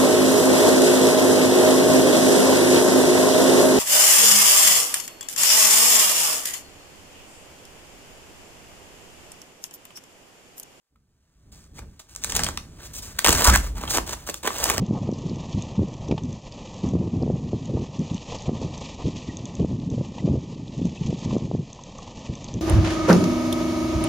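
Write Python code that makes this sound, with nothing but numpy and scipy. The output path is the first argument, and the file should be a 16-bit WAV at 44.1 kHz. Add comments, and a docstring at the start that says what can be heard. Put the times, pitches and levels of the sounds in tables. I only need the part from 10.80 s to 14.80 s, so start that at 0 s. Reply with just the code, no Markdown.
"""You hear faint rustles, then dry, crackling rips, sharp snaps and one low boom.
A hand is tearing peel ply (a strip of cloth) off a hardened resin panel in a boat cockpit.
Each pull breaks thousands of tiny resin bonds a second, so the cloth hisses and the panel rasps.
Bigger bonds snap one by one, the hull rumbles and booms, and the close walls add a short echo."""
import sys
import numpy as np
from scipy import signal
from scipy.fft import rfft, irfft
from scipy.io import wavfile
from scipy.ndimage import uniform_filter1d

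SR = 44100
rng = np.random.default_rng(int(sys.argv[2]) if len(sys.argv) > 2 else 0)


def wav_record(signal):
    """Record a signal, one row per channel, as 16-bit PCM in the file named by sys.argv[1]."""
    frames = np.transpose(np.atleast_2d(signal))
    bounded = np.clip(frames, -1, 1)
    # unit amplitude maps onto the largest positive 16-bit level
    quanta = np.round(bounded * 32767).astype(np.int16)
    wavfile.write(sys.argv[1], SR, quanta)


N = 176400

# Levels in the tables are relative: the functions apply further gains.
# Tone of the still air and of the hull: frequency_hz, level_db
AIR_TONE = [(60, -19), (15000, -16)]
HULL_TONE = [(15, -15), (45, 0), (68, 1.5), (85, -3.5), (190, -9.5), (300, -15.5), (2000, -52)]
# The hull's rumble under the hand: time_s, level_db
RUMBLE_LEVELS = [(.09, -95), (.125, -64), (.5, -67), (.72, -49), (.86, -54), (1.02, -39.5), (1.24, -60),
                 (1.63, -30), (1.83, -44), (2.43, -44), (2.50, -22.5), (2.65, -33.5), (2.72, -16.5),
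                 (2.83, -37), (3.2, -35.5), (3.6, -52.5), (3.72, -45), (4.0, -33.5)]
# Notes in the hull's boom: pitch_hz, level_db, fade_s (time to fall 60 dB)
BOOM_NOTES = [(63.9, 3, 0.44), (46.9, -7, 1), (199, -11.5, 0.064)]
# How long the cockpit echoes: frequency_hz, fade_s
ECHO_FADES = [(150, 0.38), (1000, 0.24), (15000, 0.21)]
# How far the left side is ahead of the right: frequency_hz, lead_radians
LEFT_LEAD = [(520, -.6), (900, .6), (3880, 1.7), (5300, 3.14), (8000, 6.2), (11200, 9.25), (12000, 9.6),
             (14300, 12.3)]
# Balance between the sides: frequency_hz, left_minus_right_db
LEFT_BALANCE = [(450, -2.5), (740, -6), (1220, -1), (5500, 0.5)]
# Tone of the cloth, the panel's corner and its flat part: frequency_hz, level_db
CLOTH_TONE = [(500, -25.5), (1500, -37), (2400, -7), (4800, 2.5), (6500, 6), (8500, 2.5), (14000, -2.5)]
CORNER_TONE = [(80, -36.5), (200, -2), (600, -2), (1600, -1), (3200, -11.5), (5000, -19.5), (12000, -56)]
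FLAT_TONE = [(80, -35), (200, -1.5), (1000, 2.5), (1600, -1), (3200, -9), (5000, -17), (12000, -69)]
# Notes at which the panel rings: pitch_hz
PANEL_NOTES = [330, 405, 560, 955, 1185, 1580, 1800, 3150]
# Stiff flaps of cloth hitting the panel: start_s, pitch_hz, level_db
FLAP_HITS = [(.158, 1280, -55), (.984, 2200, -40.5), (.988, 930, -38), (1.665, 3230, -21),
             (3.077, 3230, -24.5), (3.652, 1014, -22), (3.7045, 1170, -22)]
# The fastest rip speeding up: time_s, pitch_hz, level_db
FAST_RIP = [(2.646, 1070, -17.5), (2.69, 1000, -22), (2.716, 1460, -31), (2.76, 1660, -13)]
# Single bonds letting go: start_s, crack_db, knock_db
BOND_SNAPS = [(1.35, -38.5, -44), (1.3614, -28.5, -36), (1.438, -23, -28.5), (1.445, -18, -22.5),
              (1.501, -26.5, -40), (1.5215, -24, -22.5), (1.5519, -18.5, -26.5), (1.5642, -13.5, -26),
              (1.5683, -18, -32), (1.5927, -23, -17), (1.6355, -16.5, -27), (1.6437, -19.5, -34),
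              (1.6653, -30, -21.5), (1.687, -26.5, -21), (1.774, -25.5, -19.5), (2.387, -27, -20.5),
              (2.390, -16.5, -14.5), (2.4454, -14, -8), (2.4499, -17, -9), (2.457, -20, -17),
              (2.4627, -14.5, -6.5), (2.472, -13.5, -13), (2.4837, -15.5, -7.5), (2.506, -18.5, -33),
              (2.671, -29, -17), (2.7446, -36, -19.5), (2.7589, -13.5, -9), (2.7733, -21.5, -52),
              (3.036, -37, -18.5), (3.109, -25.5, -22), (3.183, -29.5, -9), (3.338, -32, -28),
              (3.4889, -35, -20.5), (3.5421, -27, -28), (3.645, -46, -20), (3.675, -26.5, -14.5),
              (3.784, -27, -34), (3.8402, -14, -45), (3.855, -25, -20), (3.8992, -15.5, -10),
              (3.98, -20, -14.5)]
# Loose cloth rustling in the hand: time_s, level_db
RUSTLE_LEVELS = [(.12, -85.5), (.62, -72.5), (1.26, -64.5), (1.72, -46.5), (1.89, -60.5), (2.1, -54),
                 (2.35, -53.5), (2.42, -46), (2.88, -46), (2.935, -59), (3.0, -52), (3.4, -50),
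                 (3.61, -57.5)]
# Pulls, light and hard: start_s, end_s, hiss_start_db, hiss_end_db, rasp_start_db, rasp_end_db
HAND_PULLS = [(0.719, 0.874, -50, -62.5, -55, -63.5), (0.942, 0.991, -59, -44.5, -63.5, -44),
              (1.018, 1.09, -61, -79, -47.5, -72), (1.194, 1.223, -39, -58, -42.5, -64),
              (1.288, 1.426, -50, -56, -56, -54), (1.416, 1.59, -44, -35.5, -49.5, -33),
              (1.558, 1.693, -34, -44, -31.5, -38.5), (1.988, 2.069, -55.5, -40, -45.5, -45),
              (2.134, 2.192, -38.5, -34, -50, -45.5), (2.222, 2.329, -36.5, -49, -45, -47),
              (2.454, 2.493, -43, -21, -33, -20.5), (2.504, 2.646, -26.5, -30, -27, -27),
              (2.643, 2.653, -17.5, -16, -43, -40), (2.668, 2.706, -20, -26, -24.5, -22),
              (2.693, 2.755, -40, -23, -31, -29.5), (2.951, 3.106, -47, -49.5, -42.5, -42.5),
              (3.095, 3.151, -35.5, -23.5, -45.5, -22), (3.157, 3.173, -26.5, -25.5, -26, -21.5),
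              (3.263, 3.333, -40.5, -38.5, -42.5, -36), (3.466, 3.499, -42.5, -35, -43.5, -33.5),
              (3.535, 3.579, -46, -44, -41.5, -58), (3.629, 3.679, -43, -34.5, -41.5, -25),
              (3.68, 3.756, -44, -41, -44, -38), (3.759, 3.884, -36.5, -32, -34.5, -28),
              (3.879, 3.998, -30.5, -43, -26.5, -35)]

NEW_GRIP_S = 2.9  # the peeling moves from the corner to the flat part
SNAP_DECAY_S = 0.0013
TIME_S = np.arange(N) / SR


def amp(db):
    """Turns decibels into a number to multiply by."""
    return 10 ** (np.asarray(db) / 20)


def evened(x):
    """Scales a sound to an average (rms) level of 1."""
    return x / np.sqrt(np.mean(x ** 2) + 1e-20)


def read(points, hz):
    """Looks up values between a table's rows, on a log-frequency scale."""
    row_hz, value = np.transpose(points)
    return np.interp(np.log(hz + 1), np.log(row_hz + 1), value)


def add(mix, start_s, sound):
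    """Mixes a sound in at the given time."""
    part = mix[max(round(start_s * SR), 0):][:len(sound)]
    part += sound[:len(part)]


def colour(x, tone, size=4096):
    """Filters a sound to follow a tone table; white noise keeps its overall level."""
    log_gain = np.log(amp(read(tone, abs(np.fft.fftfreq(size, 1 / SR)))))
    response = np.exp(np.conj(signal.hilbert(log_gain)))  # rings after a hit, never before
    taps = np.fft.ifft(response).real[:size // 2]
    return signal.fftconvolve(x, taps / np.linalg.norm(taps))[:len(x)]


def resonate(x, hz, width_hz):
    """Makes a sound ring around a steady or moving pitch."""
    turn = np.exp(2j * np.pi * np.cumsum(hz * np.ones(len(x))) / SR)
    decay = np.exp(-np.pi * width_hz / SR)
    return 2 * (turn * signal.lfilter([1 - decay], [1, -decay], x / turn + 1e-18)).real


def air():
    """Still air: a very faint, steady hiss on each side."""
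    return amp(-87) * np.array([evened(colour(noise, AIR_TONE)) for noise in rng.standard_normal((2, N))])


def hull(boom_s=2.68, rise_s=0.0041):
    """The hull rumbles as the hand tugs, and springs back with a boom when the strip gives way."""
    noise = evened(colour(rng.standard_normal(N), HULL_TONE, size=16384))
    out = amp(np.interp(TIME_S, *np.transpose(RUMBLE_LEVELS))) * noise
    boom = sum(amp(db - 60 * TIME_S / fade_s) * np.sin(2 * np.pi * hz * TIME_S)
               for hz, db, fade_s in BOOM_NOTES)
    add(out, boom_s, amp(-10) * np.minimum(TIME_S / rise_s, 1) * boom)
    return out


def cockpit_echo(x, gap_s=0.0027, spread=.66):
    """Sound bounces between hard, close walls and blurs into a short echo."""
    hz, t, spectrum = signal.stft(rng.standard_normal((3, SR)), SR, nperseg=256)
    fade = amp(-60 * t / read(ECHO_FADES, hz)[:, None])
    tail = signal.istft(spectrum * fade, SR, nperseg=256)[1]
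    tail = (1 - spread) * tail[2] + spread * tail[:2]  # both sides share a part
    tail *= np.clip(np.arange(tail.shape[1]) / SR / gap_s - 1, 0, 1)  # a gap, then a fade in
    return signal.fftconvolve(x[None], tail / np.linalg.norm(tail[0]), axes=1)[:, :N]


def left_and_right(x, bass_hz=170, size=N + 4096):
    """The treble reaches the left side just before the right; the deep bass is not shifted."""
    hz = np.fft.rfftfreq(size, 1 / SR)
    apart = np.clip(hz / bass_hz - .5, 0, 1)
    left = amp(apart * read(LEFT_BALANCE, hz) / 2) * np.exp(.5j * apart * read(LEFT_LEAD, hz))
    return irfft(rfft(x, size) * np.array([left, 1 / left]), size)[:, :N]


def hand_cover(x, until_s=2.0, above_hz=10500, cover_db=-4.5):
    """At first the hand covers the tear and dulls the highest hiss."""
    dull = signal.sosfiltfilt(signal.butter(6, above_hz, fs=SR, output="sos"), x)
    return dull + (x - dull) * np.where(TIME_S < until_s, amp(cover_db), 1)


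def panel(x, lag_s=0.001646):
    """The panel rings and bends. Low notes cross it more slowly, so each knock chirps downward."""
    ringing = x + amp(-7) * sum(resonate(x, hz, width_hz=81) for hz in PANEL_NOTES)
    size = len(x) + 8192
    hz = np.fft.rfftfreq(size, 1 / SR)
    lag_turns = 2000 * lag_s * np.sqrt(hz / 1000)
    head_start = np.exp(1j * np.pi * lag_s * hz)  # moves every note earlier by half of lag_s
    return irfft(rfft(ringing, size) * np.exp(-2j * np.pi * lag_turns) * head_start, size)[:len(x)]


def flaps(fade_s=0.029):
    """Stiff flaps of cloth flick the panel, each with a short, gritty ring."""
    t, out = np.arange(SR // 10) / SR, np.zeros(N)
    for start_s, hz, db in FLAP_HITS:
        grit = evened(resonate(rng.standard_normal(len(t)), hz, width_hz=hz))
        ring = np.sin(2 * np.pi * hz * t) + .5 * grit
        add(out, start_s, amp(db - 60 * t / fade_s) * ring)
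    return out


def crackles(firm, per_s=190, lift=2.5):
    """Brief jumps in level where a firm pull tears out small bundles of threads."""
    starts = (rng.random(N) < per_s / SR) * rng.uniform(0.07, 1, N) * firm
    decay = np.exp(-1 / (2 * SNAP_DECAY_S * SR))
    return 1 + lift * signal.lfilter([1], [1, -decay], starts)


def fast_rip(width_hz=720):
    """Threads let go row by row like a zip: a rasp whose pitch rises with the speed."""
    times, hz, db = np.transpose(FAST_RIP)
    pitch = np.interp(TIME_S, times, hz)
    tearing = rng.standard_normal(N) * crackles(firm=True)
    note = resonate(resonate(tearing, pitch, width_hz), pitch, width_hz)
    level = np.interp(TIME_S, times, amp(db), left=0, right=0)
    return evened(note) * uniform_filter1d(level, size=128)


def snaps(rise_s=0.00015, thin_hz=815, size=1024):
    """A bundle of threads breaks free all at once: the cloth cracks and the panel knocks."""
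    t = np.arange(size) / SR
    low_cut = signal.butter(2, thin_hz, "high", fs=SR, output="sos")
    cracks, knocks = np.zeros((2, N))
    for start_s, crack_db, knock_db in BOND_SNAPS:
        burst = rng.standard_normal(size) * (1 - np.exp(-t / rise_s)) * np.exp(-t / SNAP_DECAY_S)
        crack = colour(burst, CLOTH_TONE)
        if start_s < NEW_GRIP_S:  # the stiff corner carries few low notes
            knock = signal.sosfilt(low_cut, colour(burst, CORNER_TONE))
        else:
            knock = colour(burst, FLAT_TONE)
        add(cracks, start_s, amp(crack_db) * crack / np.linalg.norm(crack))
        add(knocks, start_s, amp(knock_db) * knock / np.linalg.norm(knock))
    return np.sqrt(.002 * SR) * (amp(3) * cracks + amp(-6) * panel(knocks))


def fractures(per_s=4500, catch_hz=165, spread_db=2):
    """Tiny resin bonds click as they break, louder and softer as the weave catches and slips."""
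    hz = np.fft.rfftfreq(N, 1 / SR)
    catch_tone = (hz / catch_hz) ** .5 * np.exp(-hz / catch_hz)
    catch_db = evened(irfft(rfft(rng.standard_normal(N)) * catch_tone, N))
    sizes = amp(spread_db * np.minimum(rng.exponential(1, N), 4) + catch_db)
    return evened(sizes * rng.choice([-1., 1.], N) * (rng.random(N) < per_s / SR))


def pulls(rise_share=0.039, let_go_s=0.0076, firm_db=-44.5):
    """Each pull swells the stream of tiny breaks, heard as hiss in the cloth and rasp in the panel."""
    hiss_level = amp(np.interp(TIME_S, *np.transpose(RUSTLE_LEVELS)))
    rasp_level = hiss_level * amp(2)
    for start, end, hiss_start, hiss_end, rasp_start, rasp_end in HAND_PULLS:
        rise = np.clip((TIME_S - start) / (rise_share * abs(end - start) + 1e-9) + .5, 0, 1)
        stroke = rise * np.exp(-np.maximum(TIME_S - end, 0) / let_go_s)
        hiss_db = np.interp(TIME_S, [start, end], [hiss_start, hiss_end])
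        rasp_db = np.interp(TIME_S, [start, end], [rasp_start, rasp_end])
        hiss_level = np.maximum(hiss_level, stroke * amp(hiss_db))
        rasp_level = np.maximum(rasp_level, stroke * amp(rasp_db))
    clicks = fractures() * crackles(firm=rasp_level > amp(firm_db))
    hiss = colour(clicks * hiss_level, CLOTH_TONE)
    taps = clicks * rasp_level
    rasp = np.where(TIME_S < NEW_GRIP_S, colour(taps, CORNER_TONE), colour(taps, FLAT_TONE))
    return amp(0.27) * hiss + amp(-6) * panel(rasp)


def scene():
    """The peeling and its echo, over the hull and the still air."""
    peel = hand_cover(pulls() + snaps()) + fast_rip() + flaps()
    return left_and_right(peel + hull() + amp(-9.5) * cockpit_echo(peel)) + air()


def record(dry, top_hz=15850):
    """Clips peaks at full scale, then removes the very highest treble."""
    high_cut = signal.firwin(511, top_hz, window=("kaiser", 9), fs=SR)
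    return signal.oaconvolve(np.clip(dry, -1, 1), high_cut[None], "same")


dry = scene()
out = record(dry)
wav_record(out)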